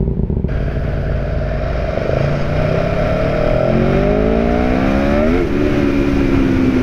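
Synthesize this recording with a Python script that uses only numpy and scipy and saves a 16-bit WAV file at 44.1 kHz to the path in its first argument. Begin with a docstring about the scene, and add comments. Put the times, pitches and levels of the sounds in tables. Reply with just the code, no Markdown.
"""First a motorcycle idles beside the listener, its lumpy beats echoing off concrete.
At 0.5 s, heard from the saddle, a V4 pulls away on a wet road: the clutch hisses, valves tick,
wind buffets the ears and the tyres throw spray. The revs climb and the air intake growls.
At 3.7 s a valve in the exhaust opens and the pipe howls. At 5.3 s the throttle shuts,
and after a shift up the bike coasts with a burbling pipe and whining gears."""
import sys
import numpy as np
from scipy import signal
from scipy.fft import rfft, irfft, next_fast_len
from scipy.io import wavfile
from scipy.ndimage import uniform_filter1d, minimum_filter1d, map_coordinates

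SR = 44100
rng = np.random.default_rng(int(sys.argv[2]) if len(sys.argv) > 2 else 0)


def wav_out(sig):
    """Save sig, one row per channel (or a flat mono array), as 16-bit PCM at SR to the path in sys.argv[1]."""
    wavfile.write(sys.argv[1], SR, np.round(np.clip(np.atleast_2d(sig).T, -1, 1) * 32767).astype(np.int16))


N = 300919

# engine speed, in cycles of two crank turns: t/s, f/Hz
REVS = [(.48, 17.85), (1.3, 18.8), (1.57, 20.1), (1.72, 21.8), (1.9, 23.1), (2.1, 26.15), (2.29, 28.6),
        (2.43, 28.85), (2.9, 33.9), (3.2, 37.1), (3.55, 41.2), (3.9, 47), (4.3, 55), (4.71, 62.9),
        (5.03, 69.2), (5.19, 73.9), (5.27, 78.6), (5.35, 88.2), (5.39, 90.6), (5.43, 85), (5.505, 68.8),
        (5.67, 74.3), (5.92, 69.6), (6.05, 70.65), (6.82, 63.25)]
def revs():
    """The engine turns: its running count of cycles, and its speed in cycles a second."""
    speed, = curves(REVS)
    cycle = np.cumsum(speed) / SR
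    return cycle - cycle[round(2.094 * SR)] % 1 + 1, speed


# how hard the engine pulls: t/s, level/dB
PULL = [(.5, -13.5), (1.3, -7.5), (2.2, -2), (3.1, 0.5), (3.33, -1), (3.43, 2), (3.68, 4), (4.2, 2),
        (4.7, -6), (5.24, -5), (5.45, -8), (6.82, -22)]
# brief lifts of the throttle, the last for the shift: t/s, half length/s, drop/dB
THROTTLE_LIFTS = [(2.46, 0.093, 7), (2.93, 0.049, 3.5), (5.47, 0.056, 13)]
VALVE_OPENS_S, SHUT_S, SHUT_TAKES_S = 3.7, 5.345, .05  # exhaust valve opens; throttle shuts
def throttle():
    """The load in dB, how far the exhaust valve is open, and how far the bike is coasting."""
    load_db = curves(PULL)[0] - bells(THROTTLE_LIFTS)
    return load_db, switch(VALVE_OPENS_S, .026), switch(SHUT_S, SHUT_TAKES_S)


# the four unevenly timed cylinders: firing angle/degrees, exhaust level/dB, intake level/dB
FOUR_CYLINDERS = [(0, 2, 0), (117.4, 0.5, -2), (289.1, 5.5, 2), (534.1, 1.5, 1.5)]
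ANGLES, EXHAUST_DB, INTAKE_DB = np.transpose(FOUR_CYLINDERS)
def firings(cycle, cylinder_db, scatter_db, jitter_deg):
    """One sharp pulse per firing, each a little different in strength and timing."""
    train = np.zeros(N)
    for angle, db in zip(ANGLES, cylinder_db):
        fires_at = angle + jitter_deg * chance(cycle)
        gap = (cycle - fires_at / 720 + .5) % 1 - .5
        pulse = (161 * np.sinc(161 * gap) - 11 * np.sinc(11 * gap)) / np.sinc(gap)  # tones 6 to 80
        train += amp(db + scatter_db * chance(cycle)) * pulse
    return train


def puffs(cycle, cylinder_db, length):
    """Swirling gas bursts out at each firing and fades; length is a share of the cycle."""
    bursts = sum(amp(db) * np.exp(-((cycle - angle / 720) % 1) / length)
                 for angle, db in zip(ANGLES, cylinder_db))
    return bursts * noise()


def raggedness(speed):
    """Fuel burns unevenly at low revs and more smoothly as they rise."""
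    return np.interp(speed, [19, 28, 37, 43, 50], [.8, .55, .48, .26, .16])


# exhaust tones with the valve shut: multiple of engine speed, level/dB
BOOM_TONES = [(1, -11), (3, 2.5), (4, -4), (5, 1)]
# how the shut pipe favours some pitches: f/Hz, level/dB
BOOM_RESONANCES = [(20, -32), (55, -43.5), (82, -28.5), (112, -32.5), (140, -21), (165, -24), (205, -34)]
def boom(cycle, speed):
    """Deep tones swell and fade as the revs carry them through the shut pipe's resonances."""
    tones = engine_tones(cycle, BOOM_TONES, lambda k: along(BOOM_RESONANCES, k * speed), waver_db=0)
    # held back while the clutch slips, firmer once it grips
    grip_db = np.interp(speed, [20, 23, 25.7, 26.6, 30], [0, -4, -7, 2, 1])
    return amp(grip_db - .77 * bells(THROTTLE_LIFTS)) * tones


# exhaust tones with the valve open: multiple of engine speed, pulling level/dB, coasting level/dB
HOWL_TONES = [(1, -8, -26), (2, -12, -8.5), (3, 10.5, 5), (4, 8.5, 12), (5, 5.5, 7.5), (6, -18.5, -7),
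              (7, 4, -7), (8, 7.5, -2.5), (9, -3, -23), (10, -0.5, -32), (11, 0.5, -18), (12, 4, -14),
              (13, -9.5, -14), (14, -3.5, -4), (15, -4, -18)]
# how the open pipe favours some pitches: f/Hz, level/dB
HOWL_RESONANCES = [(43, -18), (55, -13), (70, -20.5), (100, -27.5), (140, -30.5), (175, -39.5),
                   (200, -31.5), (225, -28.5), (262, -28), (290, -31.5), (325, -32.5), (360, -30),
                   (400, -27), (445, -28.5), (480, -42), (550, -31.5), (610, -23), (660, -30.5),
                   (720, -28.5), (780, -39.5), (860, -43.5)]
# deep tones surge as the valve opens and at peak revs: t/s, half length/s, rise/dB
DEEP_SURGES = [(3.75, 0.13, 6.5), (5.33, 0.055, 3.5)]
def howl(cycle, speed):
    """The four uneven firings run together in the open pipe into one dense howl."""
    def phase(k):
        fired = sum(amp(db) * np.exp(-1j * k * np.radians(angle / 2))
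                    for angle, db in zip(ANGLES, EXHAUST_DB))
        return np.angle(-fired) - 1.11 * k * k - 2 * np.pi * k * .54  # the pipe smears and delays

    _, _, coast = throttle()
    blend = []
    for k, pulling_db, coasting_db in HOWL_TONES:
        closed = switch(SHUT_S - .014 * (k - 4), SHUT_TAKES_S)  # higher tones change sooner
        surge_db = bells(DEEP_SURGES) * np.exp(-((k * speed - 225) / 75) ** 2)  # around 225 Hz
        blend.append((k, (1 - closed) * pulling_db + closed * coasting_db + surge_db))
    # the beat stumbles just after the valve opens and again while coasting
    uneven = np.interp(speed, [44, 51], [.65, .35]) + .7 * coast
    stumbling = cycle + .008 * uneven * chance(cycle)
    tones = engine_tones(stumbling, blend, lambda k: along(HOWL_RESONANCES, k * speed),
                         waver_db=1.8 * uneven, phase=phase)
    return amp(-.45 * bells(THROTTLE_LIFTS)) * tones


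# exhaust beats at idle: t/s, level/dB
IDLE_BEATS = [(.006, -2), (0.027, -2.5), (0.06, -10.5), (0.078, -2.5), (0.112, -3.5), (0.135, -11),
              (0.17, -9), (0.194, -2.5), (0.233, -3), (0.255, -18.5), (0.3, -2.5), (0.327, -4.5),
              (0.368, -3), (0.397, -6.5), (0.444, -2), (0.473, -15.5)]
# the silencer's tone from behind: f/Hz, level/dB
SILENCER_TONE = [(25, -11), (55, 4.5), (105, 2.5), (195, 1.5), (240, -2.5), (305, -17.5), (385, -6),
                 (480, -15.5), (580, -19), (700, -33), (800, -25.5), (950, -29), (1300, -65), (3000, -63.5),
                 (8000, -78)]
def idle():
    """Lumpy beats leave a standing bike's silencer and echo off concrete, over a faint street hum."""
    beats = np.zeros(N)
    for s, db in IDLE_BEATS:
        beats[round(s * SR)] = -amp(db)
    direct = coloured(beats, SILENCER_TONE)
    echo = echoes(direct, SR // 2, fade_s=.5)
    street = unit(coloured(noise(), [(50, 1), (200, 5.5), (1200, -23.5), (1900, -27.5), (2300, -28),
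                                     (2800, -33.5), (5000, -44.5), (8000, -59), (15000, -61)]))
    return amp(-4) * (direct + amp(-4) * echo) / np.abs(direct).max() + amp(-32) * street


# the pipe's muffled tone with its valve shut: f/Hz, level/dB
DRONE_TONE = [(90, -9.5), (135, 14), (195, -1.5), (245, 2.5), (330, -9.5), (400, 0.5), (470, -3.5),
              (560, -19.5), (750, -20.5), (1000, -47.5)]
# gas rushing through the open pipe: f/Hz, level/dB
RASP_TONE = [(40, -37.5), (100, -17), (200, 2.5), (290, -11), (400, -17), (480, -10.5), (620, 4.5),
             (800, 0.5), (1100, -29.5), (5000, -90)]
def pipe(cycle, speed, pulses):
    """Firing pulses drone in the shut pipe; once it opens, gas rasps out, louder under load."""
    load_db, valve, _ = throttle()
    drone_db = -23 + np.interp(speed, [17.6, 23, 16.6, 36], [1, -4, -6, -2])
    drone = amp(drone_db) * steady(coloured(pulses, DRONE_TONE))
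    gas = puffs(cycle, EXHAUST_DB, length=.24)
    rasp = amp(-33 + .94 * load_db) * steady(coloured(gas, RASP_TONE))
    return (1 - valve) * drone + valve * rasp


# the pipe's tone while coasting: f/Hz, level/dB
BURBLE_TONE = [(40, -28), (95, 1), (160, -4.5), (240, -13.5), (310, -9.5), (345, 4), (400, -7), (480, -20),
               (900, -61), (4000, -93)]
def burble(cycle, speed):
    """Unburnt fuel burbles in the pipe on a shut throttle, more as the revs sink."""
    _, _, coast = throttle()
    db = np.interp(speed, [65, 75], [-20.5, -25.5])
    return coast * amp(db) * steady(coloured(puffs(cycle, EXHAUST_DB, length=.45), BURBLE_TONE))


def bark(cycle, speed):
    """One short thud per cycle while the engine labours at low revs."""
    load_db, _, _ = throttle()
    db = np.interp(speed, [22, 24.95, 27.9, 31, 32.14, 35.8], [-39.5, -17.5, -19.5, -49, -21, -62])
    thuds = firings(cycle - .01, [0], scatter_db=1.5, jitter_deg=4)
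    return amp(load_db + db) * steady(band(resonate(thuds, [(533, 165, 0)]), 280, 530, order=5))


# the ring of the box the engine breathes through: f/Hz, width/Hz, level/dB
AIRBOX_RING = [(635.6, 140, 0.5)]
# the intakes take turns to gulp hardest: engine speed/Hz, then level/dB for each cylinder
GULP_STRENGTHS = [(18, 0, -9, -8, -7), (21, 0, -7, -8, -3), (25, 0, -13, -12, -10),
                  (28.4, 0, -13, -12, -10), (29, 0, -6, -4, -3), (31.5, 0, -11, -8, -13),
                  (33, 0, -11, -8, -13), (35, -4, -2, -3, -4), (36.3, -6, -6, -7, 0), (38.4, -4, -5, -6, 0),
                  (39.6, 0, -9, -20, -20), (44, 0, -9, -20, -20), (45.5, 0, 0, 0, 0)]
def airbox(cycle, speed):
    """Each cylinder gulps air ahead of its exhaust beat, making the airbox growl."""
    def ring(x):
        return steady(band(resonate(resonate(x, AIRBOX_RING), AIRBOX_RING), 330, 638, order=6))

    load_db, _, _ = throttle()
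    ragged = raggedness(speed)
    stroke = cycle + np.interp(speed, [19, 23, 27, 32, 40], [.08, .07, .03, .1, .19])
    speeds, *strengths = np.transpose(GULP_STRENGTHS)
    gulp_db = [db + np.interp(speed, speeds, more) for db, more in zip(INTAKE_DB, strengths)]
    gulps = steady(firings(stroke, gulp_db, scatter_db=.6 + .9 * ragged, jitter_deg=7 * ragged))
    # over a narrow range of revs each gulp bounces back along the duct, 5 ms later
    bounce = np.interp(speed, [38.4, 39.6, 44, 45.5], [0, 1, 1, 0])
    gulps = gulps + .65 * bounce * np.roll(gulps, round(.005 * SR))
    breath = ring(puffs(stroke, gulp_db, length=.35))
    growl = ring(gulps) + ragged * (.85 - .4 * bounce) * breath
    calm_db = -21.5 * switch(VALVE_OPENS_S + .025, .05)  # quieter once the exhaust valve opens
    return amp(-19.5 + load_db + calm_db) * steady(growl)


# the ring of the engine cases and bodywork: f/Hz, width/Hz, level/dB
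CASE_RING = [(1160, 155, -3), (1352, 130, 3.5), (1680, 460, -6), (2179, 98, -1), (2408, 63, -1),
             (3120, 300, -18.5), (3750, 107, -9), (5100, 650, -15.5), (5580, 520, -17)]
# the treble dips briefly: t/s, half length/s, drop/dB
TREBLE_DIPS = [(3.62, 0.17, 6.5), (4.25, 0.29, 5), (5.24, 0.051, 4.5), (5.53, 0.11, 4)]
def clatter(cycle, speed, pulses):
    """Firings shake the cases: a loose rattle tightens into a snarl as the revs rise."""
    load_db, _, _ = throttle()
    revs_db = np.interp(speed, [15.4, 20.6, 51, 74, 150], [-22, -5, -1, 1.5, -1])
    db = -28.5 + .51 * load_db - bells(TREBLE_DIPS) + revs_db
    rattle = steady(resonate(puffs(cycle, EXHAUST_DB, length=.26), CASE_RING))
    snarl = steady(band(resonate(pulses, CASE_RING), 650, 4000))
    tightness = np.interp(speed, [20, 40, 55], [.5, .9, 1.7])
    return amp(db) * steady(band(metal(rattle + tightness * snarl, fade_s=.23), 630, 6300, order=6))


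# tones the crank sings at high revs: multiple of engine speed, level/dB
CRANK_SONG_TONES = [(16, 4), (17, -2), (18, 4.5), (20, -4), (21, -4), (23, 2), (24, 11.5), (25, 2.5), (26, -1),
                    (27, -3), (29, 4.5), (34, -2.5), (36, 3.5), (37, -1)]
def crank_song(cycle, speed):
    """The crank sings through the cases near the top of the revs, until the throttle shuts."""
    _, valve, _ = throttle()
    singing = valve * (1 - switch(SHUT_S + .07, .08))
    db = np.interp(speed, [45, 58, 65, 75, 88], [-37, -35, -30.5, -29.5, -33])
    tones = engine_tones(cycle, CRANK_SONG_TONES, lambda k: 3 * wobble(7), waver_db=2)
    return singing * amp(db) * steady(resonate(tones, CASE_RING))


# the ring of the engine's valves: f/Hz, width/Hz, level/dB
VALVE_RING = [(1460, 137, 7.5), (1716, 250, 1), (3134, 30, -5.5), (4640, 200, -10), (4980, 70, -12)]
def valve_ticks(cycle, speed):
    """The engine's valves tick in step with the firings."""
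    taps = metal(puffs(cycle, EXHAUST_DB, length=.52), fade_s=.16)
    db = np.interp(speed, [19, 30, 45], [-40.5, -39.5, -47])
    return amp(db) * steady(band(resonate(taps, VALVE_RING), 880, 4900))


# the ring of the engine covers: f/Hz, width/Hz, level/dB
COVER_RING = [(1338, 32, 5), (2420, 78, -6.5), (2800, 72, -24.5), (3210, 45, -10.5), (5000, 240, -19)]
# the ring of one panel: f/Hz, width/Hz, level/dB
PANEL_RING = [(2170, 55, 0)]
def covers(cycle, speed):
    """Firings ring the engine covers at middle revs, and one panel at the very top."""
    def strike(rings):
        return steady(resonate(puffs(cycle, EXHAUST_DB, length=.2), rings))

    cover_db = np.interp(speed, [17, 28, 43, 27, 39, 51], [-55.5, -38.5, -33, -37, -32.5, -44.5])
    panel_db = np.interp(speed, [70, 74, 82], [-65, -44, -35.5]) - 30 * switch(5.46, .08)
    cover = amp(cover_db - bells(THROTTLE_LIFTS)) * strike(COVER_RING)
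    return cover + amp(panel_db) * strike(PANEL_RING)


def mounts(speed):
    """The engine rocks on its mounts, humming two low notes that fade as the revs rise."""
    db = np.interp(speed, [15, 16, 23.1, 23.3, 38], [-21, -22, -22.5, -31, -53])
    t = np.arange(N) / SR
    hum = sum(amp(db + note_db + .44 * wobble(10)) * np.sin(2 * np.pi * hz * t + .73 * wobble(4.4))
              for hz, note_db in [(53, .5), (80, -6.5)])
    return np.sqrt(2) * hum


# tones of the gear teeth: multiple of engine speed, level/dB
GEAR_TONES = [(20, -7), (22, 3.5), (24, 4), (30, -2), (34, 5.5), (35, 3.5), (36, 7), (40, 11)]
def gears(cycle):
    """Gear teeth whine through the cases as the wheel drives the engine after the shift."""
    whine = sum(amp(db + 3.5 * wobble(7.8)) * np.sin(2 * np.pi * round(k) * cycle + .35 * wobble(30))
                for k, db in GEAR_TONES)
    return switch(5.52, .43) * amp(-35.5) * steady(resonate(whine, CASE_RING))


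# tones of the gear on the crank: multiple of the rate its teeth meet, level/dB
CRANK_GEAR_TONES = [(1, 1), (2, -16.5), (3, -18.5)]
def crank_gear(cycle, speed, teeth_per_cycle=89):
    """This gear whines at low revs, fluttering with the lumpy turn of the crank."""
    phase = 2 * np.pi * teeth_per_cycle * cycle + 1.1 * np.sin(2 * np.pi * cycle)
    phase += 2.6 * chance(4 * cycle)
    whine = sum(amp(db + 3.5 * wobble(12)) * np.sin(round(k) * phase) for k, db in CRANK_GEAR_TONES)
    db = np.interp(speed, [18, 20, 24, 28, 32], [-45.5, -45.5, -47, -58, -110])
    return band(amp(db) * unit(whine), 800, 4900, order=8)


# the ring of the clutch plates: f/Hz, width/Hz, level/dB
PLATE_RING = [(4580, 84, -2.5), (5000, 100, -2), (5440, 100, -5), (6440, 320, -11.5)]
def clutch(slips_s=1, grips_s=2.44):
    """The slipping plates hiss ever louder until they grip."""
    slipping = switch(slips_s, .1) - switch(grips_s, .036)
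    db = -45.5 + 24 * (np.arange(N) / SR - grips_s) + 1.9 * wobble(22)
    return slipping * amp(db) * unit(band(resonate(noise(), PLATE_RING), 3500, 7500))


# gusts hitting the listener: t/s, level/dB
WIND_GUSTS = [(.5, -33.5), (1.1, -30), (2, -53), (3.1, -24.5), (3.7, -26), (4.3, -32), (4.6, -29.5),
              (5.4, -24.5), (6.2, -26.5), (6.82, -38)]
# their low rumble: f/Hz, level/dB
GUST_TONE = [(3, -34), (10, 4), (18, -4.5), (30, 14), (46, -7.5), (80, -3), (160, -17), (400, -59)]
def gusts():
    """Lumps of wind buffet the listener."""
    return amp(curves(WIND_GUSTS)[0] + wobble(15)) * unit(coloured(noise(), GUST_TONE))


# wind and spray grow with pace: first-gear engine speed/Hz, wind level/dB, spray level/dB
ROAD_LEVELS = [(16.9, -29, -60.5), (27.5, -21, -51.5), (51.6, -20, -49), (73.4, -19, -44)]
# rushing air: f/Hz, level/dB
WIND_TONE = [(30, 4.5), (70, 2), (140, -2.5), (300, -8.5), (600, -11.5), (900, -19.5), (1500, -20),
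             (2500, -21.5), (4000, -38), (6000, -49), (7500, -59), (15000, -87)]
# hissing water: f/Hz, level/dB
SPRAY_TONE = [(1000, -16), (3000, 5.5), (6000, 4), (7500, -11), (11500, -10.5), (15500, -15.5)]
# wetter and drier patches of road: t/s, half length/s, change/dB
WET_PATCHES = [(.8, 0.2, 2), (2.8, 0.31, 1), (3.96, 0.11, 3.5), (4.92, 0.078, 1), (5.35, 0.05, -4)]
def wind_and_spray(speed):
    """Air rushes round the rider and the tyres fling water, both growing with road speed."""
    pace = np.maximum.accumulate(speed)  # road speed holds after the shift
    paces, wind_levels, spray_levels = np.transpose(ROAD_LEVELS)
    wind_db = np.interp(pace, paces, wind_levels) - .32 * bells(TREBLE_DIPS)
    wind = amp(wind_db + 1.1 * wobble(14)) * unit(coloured(noise(), WIND_TONE))
    spray_db = np.interp(pace, paces, spray_levels) + bells(WET_PATCHES) - bells(TREBLE_DIPS)
    flicker_db = .85 * wobble(150) + .61 * wobble(25)
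    return wind + amp(spray_db + flicker_db) * unit(coloured(noise(), SPRAY_TONE))


# puddles that throw up mist: t/s, half length/s, rise/dB
MIST_PUDDLES = [(.8, .3, 13), (1.8, .2, 10), (2.62, .15, 15), (3.1, .3, 15)]
def mist():
    """Tiny droplets add a thin, flickering fizz above the spray."""
    db = -84.5 + bells(MIST_PUDDLES) + 1.5 * wobble(40)
    return amp(db) * unit(band(noise(), 9500, 15000, order=6))


def engine_tones(cycle, table, level_db, waver_db, phase=lambda k: -.135 * k * k):
    """Tones at k times the engine speed; the default phase smears each cycle's burst."""
    tones = np.zeros(N)
    for multiple, db in table:
        k = round(multiple)
        gain = amp(db + level_db(k) + waver_db * chance(cycle))
        tones += gain * np.cos(2 * np.pi * k * cycle + phase(k))
    return np.sqrt(2) * tones


def metal(x, fade_s):
    """The frame's many small resonances add a metallic colour."""
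    return x + .35 * echoes(x, SR // 8, fade_s)


def echoes(x, samples, fade_s):
    """A dense tail of echoes that falls at 60 dB per fade_s."""
    t = np.arange(samples) / SR
    tail = rng.standard_normal(samples) * amp(-60 * t / fade_s)
    return signal.fftconvolve(x, tail / np.linalg.norm(tail))[:N]


def amp(db):
    """Turn decibels into a gain."""
    return 10 ** (np.asarray(db) / 20)


def unit(x):
    """Scale to an average power of 1."""
    return x / np.sqrt(np.mean(x ** 2) + 1e-20)


def steady(x):
    """Even out slow changes in level, keeping the single beats."""
    power = uniform_filter1d(uniform_filter1d(x * x, size=4800), size=3600)
    return x / np.sqrt(np.abs(power) + 1e-12)


def curves(rows):
    """Join timed points with straight lines, one curve per column."""
    times, *columns = np.transpose(rows)
    return [np.interp(np.arange(N) / SR, times, column) for column in columns]


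def along(points, hz):
    """Read the level at a pitch from (f/Hz, level/dB) points."""
    f, db = np.transpose(points)
    return np.interp(np.log(hz + 1), np.log(f), db)


def switch(at_s, takes_s):
    """A ramp from 0 to 1 centred on a moment."""
    return np.clip((np.arange(N) / SR - at_s) / takes_s + .5, 0, 1)


def bells(rows):
    """Smooth bumps from (t/s, half length/s, size/dB) rows."""
    return sum(db * np.exp(-((np.arange(N) / SR - s) / half) ** 2) for s, half, db in rows)


def chance(position):
    """A smooth random curve with a new value at each whole position."""
    coarse = map_coordinates(rng.standard_normal(4096), [position[::16]], mode="mirror")
    return np.interp(np.arange(N), np.arange(N)[::16], coarse)


def wobble(rate):
    """A smooth random curve with `rate` new values a second."""
    return chance(np.arange(N) * rate / SR)


def noise():
    """White noise."""
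    return rng.standard_normal(N)


def filtered(x, response):
    """Scale each frequency in x by response(f)."""
    size = 2 * next_fast_len(N // 2 + SR // 4)
    return irfft(rfft(x, size) * response(np.fft.rfftfreq(size, 1 / SR)), size)[:N]


def coloured(x, points):
    """Shape the tone by (f/Hz, level/dB) points, ringing only after each sound."""
    def response(hz):
        cepstrum = irfft(np.log(amp(along(points, hz))))
        cepstrum[1:len(hz) - 1] *= 2
        cepstrum[len(hz):] = 0
        return np.exp(rfft(cepstrum))
    return filtered(x, response)


def resonate(x, rings):
    """Let x ring resonances given as (f/Hz, width/Hz, level/dB)."""
    return filtered(x, lambda f: sum(
        (-1) ** k * amp(db) * 1j * f * width / (hz * hz - f * f + 1j * f * width)
        for k, (hz, width, db) in enumerate(rings)))


def band(x, low_hz, high_hz, order=4):
    """Keep what lies between two frequencies."""
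    power = 2 * order
    return filtered(x, lambda f: ((1 + (low_hz / (f + 1)) ** power) * (1 + (f / high_hz) ** power)) ** -.5)


def scene():
    """One bike's standing idle gives way suddenly to a ride on a V4."""
    cycle, speed = revs()
    howling = switch(3.695, .12)  # the howl swells in as the exhaust valve swings
    ride = (1 - howling) * boom(cycle, speed) + howling * howl(cycle, speed)
    ragged = raggedness(speed)
    pulses = steady(firings(cycle, EXHAUST_DB, scatter_db=.6 + 2.5 * ragged, jitter_deg=.3 + ragged))
    ride += pipe(cycle, speed, pulses) + burble(cycle, speed) + airbox(cycle, speed)
    ride += clatter(cycle, speed, pulses) + valve_ticks(cycle, speed) + bark(cycle, speed)
    ride += mounts(speed) + clutch() + gusts() + wind_and_spray(speed)
    ride += gears(cycle) + crank_gear(cycle, speed) + crank_song(cycle, speed)
    ride += covers(cycle, speed) + mist()
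    riding = switch(.482, .0046)
    return ((1 - riding) * idle() + riding * ride)[None]


def record(dry):
    """Turn down the loudest peaks, fade the last instant and cut the very highest treble."""
    needed = np.minimum(1, .72 / (np.abs(dry[0]) + 1e-9))
    gain = uniform_filter1d(minimum_filter1d(needed, size=400), size=400)
    gain *= 1 - switch(N / SR - .002, .004)
    return filtered(dry[0] * gain, lambda hz: hz < 15750)[None]


dry = scene()
out = record(dry)
wav_out(out)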